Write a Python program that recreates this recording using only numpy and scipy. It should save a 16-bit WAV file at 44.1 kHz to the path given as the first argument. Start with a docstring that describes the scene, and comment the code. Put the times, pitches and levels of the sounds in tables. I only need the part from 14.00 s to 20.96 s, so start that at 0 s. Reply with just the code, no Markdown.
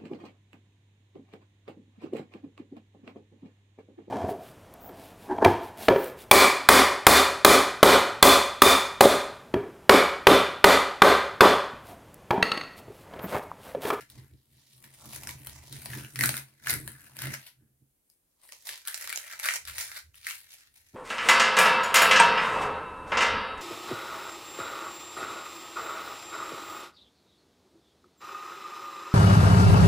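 """In a small quiet room masking tape is peeled in jerks off a card on a table, then pulled off
the fingers and crumpled in the air, under a phone with two microphone ports; a dull thud ends it.
Dense tiny cracks and lone snaps, as the tape comes loose or buckles, are noise bursts that ring its resonances.
Tugs and hands shake the table top, whose low modes ring under uneven jolts.
The tape is followed by a short dying echo; a steady faint hush lies beneath."""
import sys
import numpy as np
from scipy import signal
from scipy.fft import rfft, irfft
from scipy.io import wavfile
from scipy.ndimage import uniform_filter1d, map_coordinates

SR = 44100
rng = np.random.default_rng(int(sys.argv[2]) if len(sys.argv) > 2 else 0)


def wrap_up_sound(samples):
    """Save the sound to the file named by the first command line argument, as 16-bit audio."""
    columns = np.atleast_2d(samples).T
    # keep every value between -1 and 1, then stretch to whole-number steps
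    tamed = np.clip(columns, -1, 1)
    steps = np.round(tamed * 32767).astype(np.int16)
    wavfile.write(sys.argv[1], SR, steps)


N = 306936
T = np.arange(N) / SR  # s

# place of the hands: t/s, left minus right/dB, lag of the left port/ms
HANDS = [(0, 1, -0.048), (.7, -0.5, 0.027), (1.7, -0.5, 0.026), (2.7, 0.2, -0.11), (3.3, 0, -0.085),
         (4.2, 1, -0.08), (4.7, -1.5, 0.02), (5.7, -0.3, .05), (6.3, 0, 0.048), (6.96, 0.5, 0.22)]
# resonance groups of the tape: f/Hz, width/Hz, level within the group/dB, left minus right/dB
TAPE_BODY = [(3060, 2600, 1, 2.5), (4036, 2440, 3.5, -1), (6053, 3250, 5.5, -2), (7650, 2200, -2, 0)]
TAPE_LOW = [(500, 560, -4, 2), (710, 260, -10.5, -2), (1025, 683, 4, 4.5)]
TAPE_RING = [(1458, 510, 0.5, 0.99), (1674, 415, 10, 0.8)]
TAPE_EDGE = [(2014, 380, 7, 1), (2334, 290, 0.5, 0.3), (2603, 800, 4.5, 0)]  # the upper ring
TAPE_TREBLE = [(9140, 1700, -1.5, 4.7), (10690, 4070, 6.5, 3), (13800, 1900, -6.5, 1)]
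TAPE = TAPE_BODY, TAPE_LOW, TAPE_RING, TAPE_EDGE, TAPE_TREBLE


def undb(db):
    """Level to amplitude: 20 dB is a factor of ten."""
    return 10 ** (np.asarray(db) / 20)


def unit(x):
    """Normalisation by the root mean square, so that equal signals carry equal power."""
    return x / np.sqrt(np.mean(x ** 2))


def curves(rows):
    """Linear interpolation in time of every column after the first, t/s."""
    s, *columns = np.transpose(rows)
    return [np.interp(T, s, column) for column in columns]


def swells(rows):
    """Incoherent addition: the powers of all swells add, and the loudest leads the other columns."""
    swell_db = 30  # climb within the swell time, and sinking within the fade time
    s, db, swell_s, fade_s, *columns = np.transpose(rows)[:, :, None]
    coarse_t = T[::64]
    late = coarse_t - s
    times_away = np.maximum(-late / swell_s, late / fade_s).clip(0, 8)
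    power = undb(db - swell_db * times_away) ** 2
    total = power.sum(axis=0)
    coarse = [np.sqrt(total)] + [(power * column).sum(axis=0) / total for column in columns]
    return [np.interp(T, coarse_t, column) for column in coarse]


def band(x, hz, width_hz):
    """Resonance as a band-pass: two equal resonators in a row, gain 1 at the centre."""
    b, a = signal.iirpeak(hz, hz / width_hz / 1.432, SR)
    return signal.lfilter(b, a, signal.lfilter(b, a, x))


def walk(rate):
    """Random modulation: independent levels, one each 1 / rate s, joined by ramps; rms 1."""
    k = int(SR / rate)
    held = np.repeat(rng.standard_normal(N // k + 1), k)
    return unit(uniform_filter1d(held, k)[:N])


def bursts(s, size, t60_s, rise_s=0.00068):
    """Impulsive excitation: each jump is smoothed by a fast rise and decays exponentially."""
    jumps = np.bincount((s * SR).astype(int), size, N)[:N]
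    fall = np.exp(-np.log(1000) / (t60_s * SR))
    rise = np.exp(-1 / (rise_s * SR))
    decaying = signal.lfilter([1], [1, -fall], jumps)
    return signal.lfilter([1 - rise], [1, -rise], decaying)


def hush(alike_hz=400, level_db=-74.5):
    """Spatial coherence of steady room tone and microphone hiss: the ports agree only in the bass."""
    # spectrum of the hush: f/Hz, relative level/dB
    spectrum = np.array([(18, -30.5), (30, 2.5), (115, -7.5), (199, -7.5), (303, -7.5), (1160, -22),
                         (1910, -22), (5310, -23.5), (11700, -13), (16000, -20.5)])
    hz = np.arange(N // 2 + 1) * SR / N + 1
    gain = undb(np.interp(np.log(hz), np.log(spectrum[:, 0]), spectrum[:, 1]))
    mid, side = (rfft(rng.standard_normal(N)) * gain for _ in range(2))
    side = side * np.minimum(hz / alike_hz, 1)
    left, right = irfft(mid + side, N), irfft(mid - side, N)
    return unit(np.array([left, right])) * undb(level_db)


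def room(x, t60_s=0.21, level_db=-4.5):
    """Reverberation by table and walls: an exponential tail, different at each port, duller than the source."""
    t = np.arange(int(t60_s * SR)) / SR
    decay = np.exp(-np.log(1000) * t / t60_s) * (t > .002)
    tail = rng.standard_normal((2, len(t))) * decay
    tail = signal.lfilter([1], [1, -.3], tail)
    tail = tail / np.sqrt(np.sum(tail ** 2, axis=1, keepdims=True))
    return x + undb(level_db) * signal.fftconvolve(x, tail, axes=1)[:, :N]


def thud(start_s=6.944, level_db=-42, rise_s=0.0035):
    """Band-filtered noise with a sigmoid onset: a dull low thud sets in as the scene ends."""
    # resonances of the thud: f/Hz, width/Hz, relative level/dB
    thud_modes = [(149, 130, 5), (298, 170, -0.5), (550, 220, -8)]
    noise = rng.standard_normal(N)
    body = unit(sum(undb(db) * unit(band(noise, hz, w)) for hz, w, db in thud_modes))
    onset = 1 / (1 + np.exp(-((T - start_s) / rise_s).clip(-50, 50)))
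    return body * undb(level_db) * onset


def table(jolts_per_s=120, spread_db=2.5, upper_db=-8.5):
    """Modal vibration: uneven jolts ring the table top, nearly the same at both ports."""
    # low modes of the table top: f/Hz, width/Hz, level within the group/dB
    main_modes = [(131.2, 13, 0)]
    lowest_modes = [(50, 28, -12), (75, 22, -1)]
    upper_modes = [(226, 28, 0.5), (294.3, 60, 1.5), (367.6, 86, -9.5)]
    # pushes on the table top: peak t/s, main mode level/dB, swell t/s, fade t/s, lowest modes above the main/dB
    pushes = [(0.034, -56, 0.26, 0.063, -15.0), (0.194, -47.5, 0.16, 0.12, -5),
              (0.341, -52, 0.089, 0.098, -1.5), (0.583, -62, 0.366, 0.11, -9),
              (0.868, -55, 0.26, 0.13, -16), (1.075, -48.0, 0.11, 0.22, -11), (1.29, -47, 0.54, 0.485, -4),
              (1.481, -53.5, 0.059, 0.46, 1), (1.755, -44.5, 0.13, 0.22, -8),
              (1.977, -38.5, 0.28, 0.25, -14.5), (2.24, -32, 0.135, 0.23, -15.0),
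              (2.739, -37, 0.13, 0.35, -11), (3.287, -36, 0.17, 0.15, -13.0),
              (3.628, -59.5, 0.093, 0.26, -13), (3.824, -61, 0.04, 0.1, -18)]
    # low rumble while arms move over the table: t/s, level of the lowest modes/dB
    rumble_rows = [(3.95, -88), (4.09, -97.5), (4.74, -76.5), (4.78, -90), (5.05, -71), (5.27, -82),
                   (5.63, -67), (5.72, -54), (6.0, -74), (6.09, -64), (6.5, -80), (6.9, -74.5)]

    s, big = rng.random((int(jolts_per_s * N / SR), 2)).T
    size = undb(-spread_db * np.log(1 - big))
    push = unit(bursts(s * N / SR, size, 0.011)) + 1.7  # jolts over a steady floor

    def ring(modes, own):
        """Superposition of modes; own sets the noise that each port has to itself."""
        noise = push * (rng.standard_normal(N) + own * rng.standard_normal((2, N)))
        return unit(sum(undb(db) * unit(band(noise, hz, w)) for hz, w, db in modes))

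    gain, lowest_db = swells(pushes)
    lowest = ring(lowest_modes, 0.26)
    top = ring(main_modes, 0.15) + undb(lowest_db) * lowest + undb(upper_db) * ring(upper_modes, 0.53)
    rumble = undb(curves(rumble_rows)[0]) * (lowest + undb(-11.0) * ring(main_modes, 0.61))
    return (top * gain + rumble) * undb(np.array([[-.7], [.7]]))


def ports(alike_hz):
    """Delay and coherence: one wave lagged by the place of the hands, plus each port's own noise."""
    lag = curves(HANDS)[1] * SR / 1000  # samples
    wave, own = rng.standard_normal(N), rng.standard_normal((2, N))
    lagged = map_coordinates(wave, [np.arange(N) - lag], order=3, mode="nearest")
    both = np.array([lagged, wave])

    def noise(hz):
        """Coherence falls with frequency: the ports' own share grows with hz."""
        return (both + hz / alike_hz * own) / np.hypot(1, hz / alike_hz)
    return noise


def pan(x):
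    """Level difference between the ports, following the place of the hands."""
    pan_db = curves(HANDS)[0]
    return x * undb(np.array([pan_db, -pan_db]) / 2)


def tape(modes, noise, envelope):
    """Source and filter: noise bursts excite the tape's resonances, each struck anew."""
    out = 0
    for hz, width_hz, db, left_db in modes:
        struck = band(envelope() * noise(hz), hz, width_hz)
        gain = undb(db + np.array([[left_db], [-left_db]]) / 2)
        out = out + struck * gain / np.sqrt(width_hz)  # a wide band gathers more noise power
    return out


def colours():
    """Spectral balance in time: crackle gain, and group levels above the body/dB in the order of TAPE."""
    # jerks of the hand that peel the tape, then crumple it:
    # peak t/s, level/dB, swell t/s, fade t/s, ring above the body/dB, treble above the body/dB
    tugs = [(0.016, -47.5, 0.82, 0.065, -5, -4), (0.102, -46.5, 0.0085, 0.047, -13.0, 8),
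            (0.16, -55, 0.21, 0.31, -7, -5), (0.64, -60, 0.46, 0.49, -28, -2),
            (0.853, -53.5, 0.079, 0.17, -7, -3), (1.166, -43.5, 0.62, 0.044, -18, 0.5),
            (1.294, -40, 0.29, 0.19, -10.5, -2.5), (1.466, -49, 0.31, 0.94, -10.5, -1),
            (1.745, -46.5, 0.16, 0.73, -8, 1.5), (1.943, -38.5, 0.19, 0.28, -2.5, 1.5),
            (2.161, -45, 0.026, 0.45, -3.5, 2), (2.241, -26.5, 0.096, 0.18, -2, 7),
            (2.38, -37.5, 0.24, 0.062, -0.5, 3), (2.705, -26.5, 0.083, 0.14, -2.5, 3.5),
            (2.883, -48.5, 0.34, 0.59, 1.0, 4.5), (3.226, -36.5, 0.13, 0.23, -2, -0.5),
            (3.343, -34, 0.083, 0.034, -0.5, -4.5), (3.484, -53, 1.5, 0.071, -10.5, -2),
            (4.103, -66.5, 0.071, 0.159, -13, 15), (4.446, -51.5, 0.069, 0.38, -18, 0),
            (4.524, -49, 0.011, 0.12, -32, -2.5), (4.698, -34, 0.087, 0.13, -20.5, -1.5),
            (4.876, -40.0, 0.049, 1, -9.0, 4), (5.024, -36, 0.088, 0.072, -7.5, -3),
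            (5.16, -44.5, 0.61, 0.1, -12.5, -17), (5.339, -37, 0.26, 0.041, -1.5, -1.0),
            (5.459, -21, 0.042, 0.061, -0.5, 1.5), (5.559, -28.5, 0.28, 0.023, -13, -5.5),
            (5.676, -37, 0.041, 0.2, -6.5, -2), (5.807, -26, 0.11, 0.11, -17, -1),
            (5.982, -36, 0.28, 0.033, -8, -5), (6.143, -53.5, 0.0098, 0.906, -17.5, 1.5),
            (6.287, -31.5, 0.088, 0.16, -17, -4), (6.538, -43, 0.048, 0.045, -33, -3.5),
            (6.619, -57, 0.879, 0.12, -13, -9), (6.758, -48.5, 0.026, 0.11, -20, -2),
            (6.928, -61, 0.3, 0.784, -18, -4)]
    # low resonances, fuller while the tape sticks to the card: t/s, level above the body/dB
    low_rows = [(0, -7), (.7, -14.5), (1.0, -8), (2.3, -9), (3.4, -6.5), (4.4, -6), (4.85, -17.5),
                (5.3, -13), (5.9, -20), (6.3, -24), (6.9, -18)]
    gain, ring_db, treble_db = swells(tugs)
    edge_db = -1.5 + .45 * ring_db  # the upper ring follows the ring in part
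    return gain, np.array([0 * T, curves(low_rows)[0], ring_db, edge_db, treble_db])


def snaps(noise, t60_s=0.0037, tail_s=0.012, tail_db=-20, colour_db=4.0, edge_db=3.5):
    """Sudden release: the tape snaps loose or buckles in a sharp burst, then flutters out."""
    # lone snaps: t/s, burst level before its rise is smoothed/dB, ring and treble above that level/dB
    snap_rows = [(0.0998, -43, -12, 6), (0.8408, -46, -1.5, -5), (1.1322, -36, -13, -2),
                 (1.1613, -44, -8, 11), (1.2339, -28.5, -19.5, -1), (1.272, -27, -8, -5),
                 (1.291, -27.5, -9, -5), (1.3089, -33.5, -18, -3), (1.4702, -30, -9.5, -0.5),
                 (1.4949, -37.5, -14, -1), (1.726, -33.5, -10.5, 5), (1.8578, -30, -13, 6),
                 (1.9332, -36, -1, -1), (2.158, -26, -6, 2), (2.1899, -22.5, -6, 0),
                 (2.2091, -15, -12.5, 2), (2.221, -26, -10, 4), (2.2368, -12.5, -7.5, 0.5),
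                 (2.2583, -18, -14, 1), (2.2913, -17.5, -7.5, 2.5), (2.341, -28, -4.5, 3),
                 (2.3674, -23, -12, 0), (2.3771, -28.5, -10, 4.5), (2.6607, -35, -8, -1),
                 (2.6707, -26, -5.5, 6), (2.6953, -21, -10.5, -1), (2.705, -24, -15, 1),
                 (2.7126, -26.5, -12.5, 8), (2.7382, -25, -10, 0), (2.8764, -29, -7, 3.5),
                 (3.1673, -38, -6, 5), (3.189, -32.5, -13, 0), (3.2193, -30, -11, -1),
                 (3.255, -32.5, -11, 5), (3.2702, -29.5, -4.5, -4), (3.3374, -28, -5, 3.5),
                 (4.0997, -60, -17, 3.5), (4.4159, -56.5, -14, 4), (4.49, -43.5, -11.5, -4),
                 (4.5221, -35, -18, -8), (4.6684, -42, -13, -2), (4.6906, -24, -13, -3),
                 (4.777, -41, -7.5, 5), (4.852, -39.5, -12, -1), (4.8737, -29.5, -19, 9),
                 (4.8812, -24, -15.5, -3), (4.9436, -22, -21, -6), (5.0742, -24, -7.5, -2),
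                 (5.0939, -24, -14, -5), (5.1011, -30.5, -9, 2), (5.1265, -23.5, -8, 3.5),
                 (5.1593, -23.5, -15, -9), (5.1742, -21, -23, -8.5), (5.3122, -36, -4.5, -5),
                 (5.3918, -34.5, -7.5, -3), (5.3975, -29, -6, 0), (5.4316, -28, -17, -11),
                 (5.441, -28.5, -15, -13), (5.4594, -39, -17, -6), (5.4869, -18.5, -6, -5),
                 (5.5076, -23.5, -5, -2), (5.5377, -24.5, -10, 3), (5.5653, -31.5, -12, 9),
                 (5.6521, -35.5, -20, 0.5), (5.675, -36, -13, 1), (5.782, -27, -5.5, 0),
                 (5.8114, -35, -4, -3), (5.9165, -38, -2, -5), (6.143, -47.5, -7, -6),
                 (6.2678, -27, -5.5, 1), (6.3087, -26, -7.5, -1), (6.5299, -51, -14, -1),
                 (6.7413, -57.5, -15, 8)]
    s, peak_db, ring_db, treble_db = np.transpose(snap_rows)
    _, low_db, tape_ring_db, tape_edge_db, _ = colours()[1][:, (s * SR).astype(int)]
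    balance_db = (tape_ring_db - tape_edge_db) / 2  # the tape as it is held tips lower against upper ring
    group_db = [0, low_db, ring_db + balance_db, ring_db + edge_db - balance_db, treble_db]
    out = 0
    for modes, db in zip(TAPE, group_db):
        def envelope():
            """Two-stage decay: a sharp burst and a weaker, longer tail."""
            size = undb(peak_db + db + colour_db * rng.standard_normal(len(s)))
            return bursts(s, size, t60_s) + undb(tail_db) * bursts(s, size, tail_s)
        out = out + np.sqrt(SR / 2 / len(modes)) * tape(modes, noise, envelope)
    return pan(out)


def crackle(noise, per_s=500, spread_db=7.5, top_db=15, clump_db=1.22, t60_s=0.0083, hiss=0.4):
    """Random impulse train: many small cracks and a few large, their level swaying in clumps."""
    s, big = rng.random((int(per_s * N / SR), 2)).T
    raw_db = -spread_db * np.log(1 - big)
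    size = undb(top_db * np.tanh(raw_db / top_db))  # the largest cracks are softly capped
    clump = undb(clump_db * walk(45))

    def envelope():
        """Amplitude modulation: cracks over a floor of hiss, clumped and bent."""
        colour = undb(4 * rng.standard_normal(len(s)))
        bend = undb(2.5 * walk(14))  # the tape bends, so each resonance comes and goes
        return clump * bend * (unit(bursts(s * N / SR, size * colour, t60_s)) + hiss)

    gain, group_db = colours()
    shares = undb(group_db)
    shares = shares / np.sqrt(np.sum(shares ** 2, axis=0))  # the groups' powers sum to 1
    out = sum(share * unit(tape(modes, noise, envelope)) for modes, share in zip(TAPE, shares))
    return pan(out * gain)


def scene():
    """Superposition of tape in the room, table, hush and thud; the thin tape radiates no bass."""
    noise = ports(alike_hz=3020)
    thin = signal.butter(4, 348, "high", fs=SR, output="sos")
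    loose_tape = signal.sosfilt(thin, crackle(noise) + snaps(noise))
    return room(loose_tape) + table() + hush() + thud()


def record(dry):
    """Band limit: the phone cuts the top with a steep low-pass at 15.9 kHz."""
    return signal.sosfilt(signal.ellip(10, .2, 70, 15900, fs=SR, output="sos"), dry)


dry = scene()
out = record(dry)
wrap_up_sound(out)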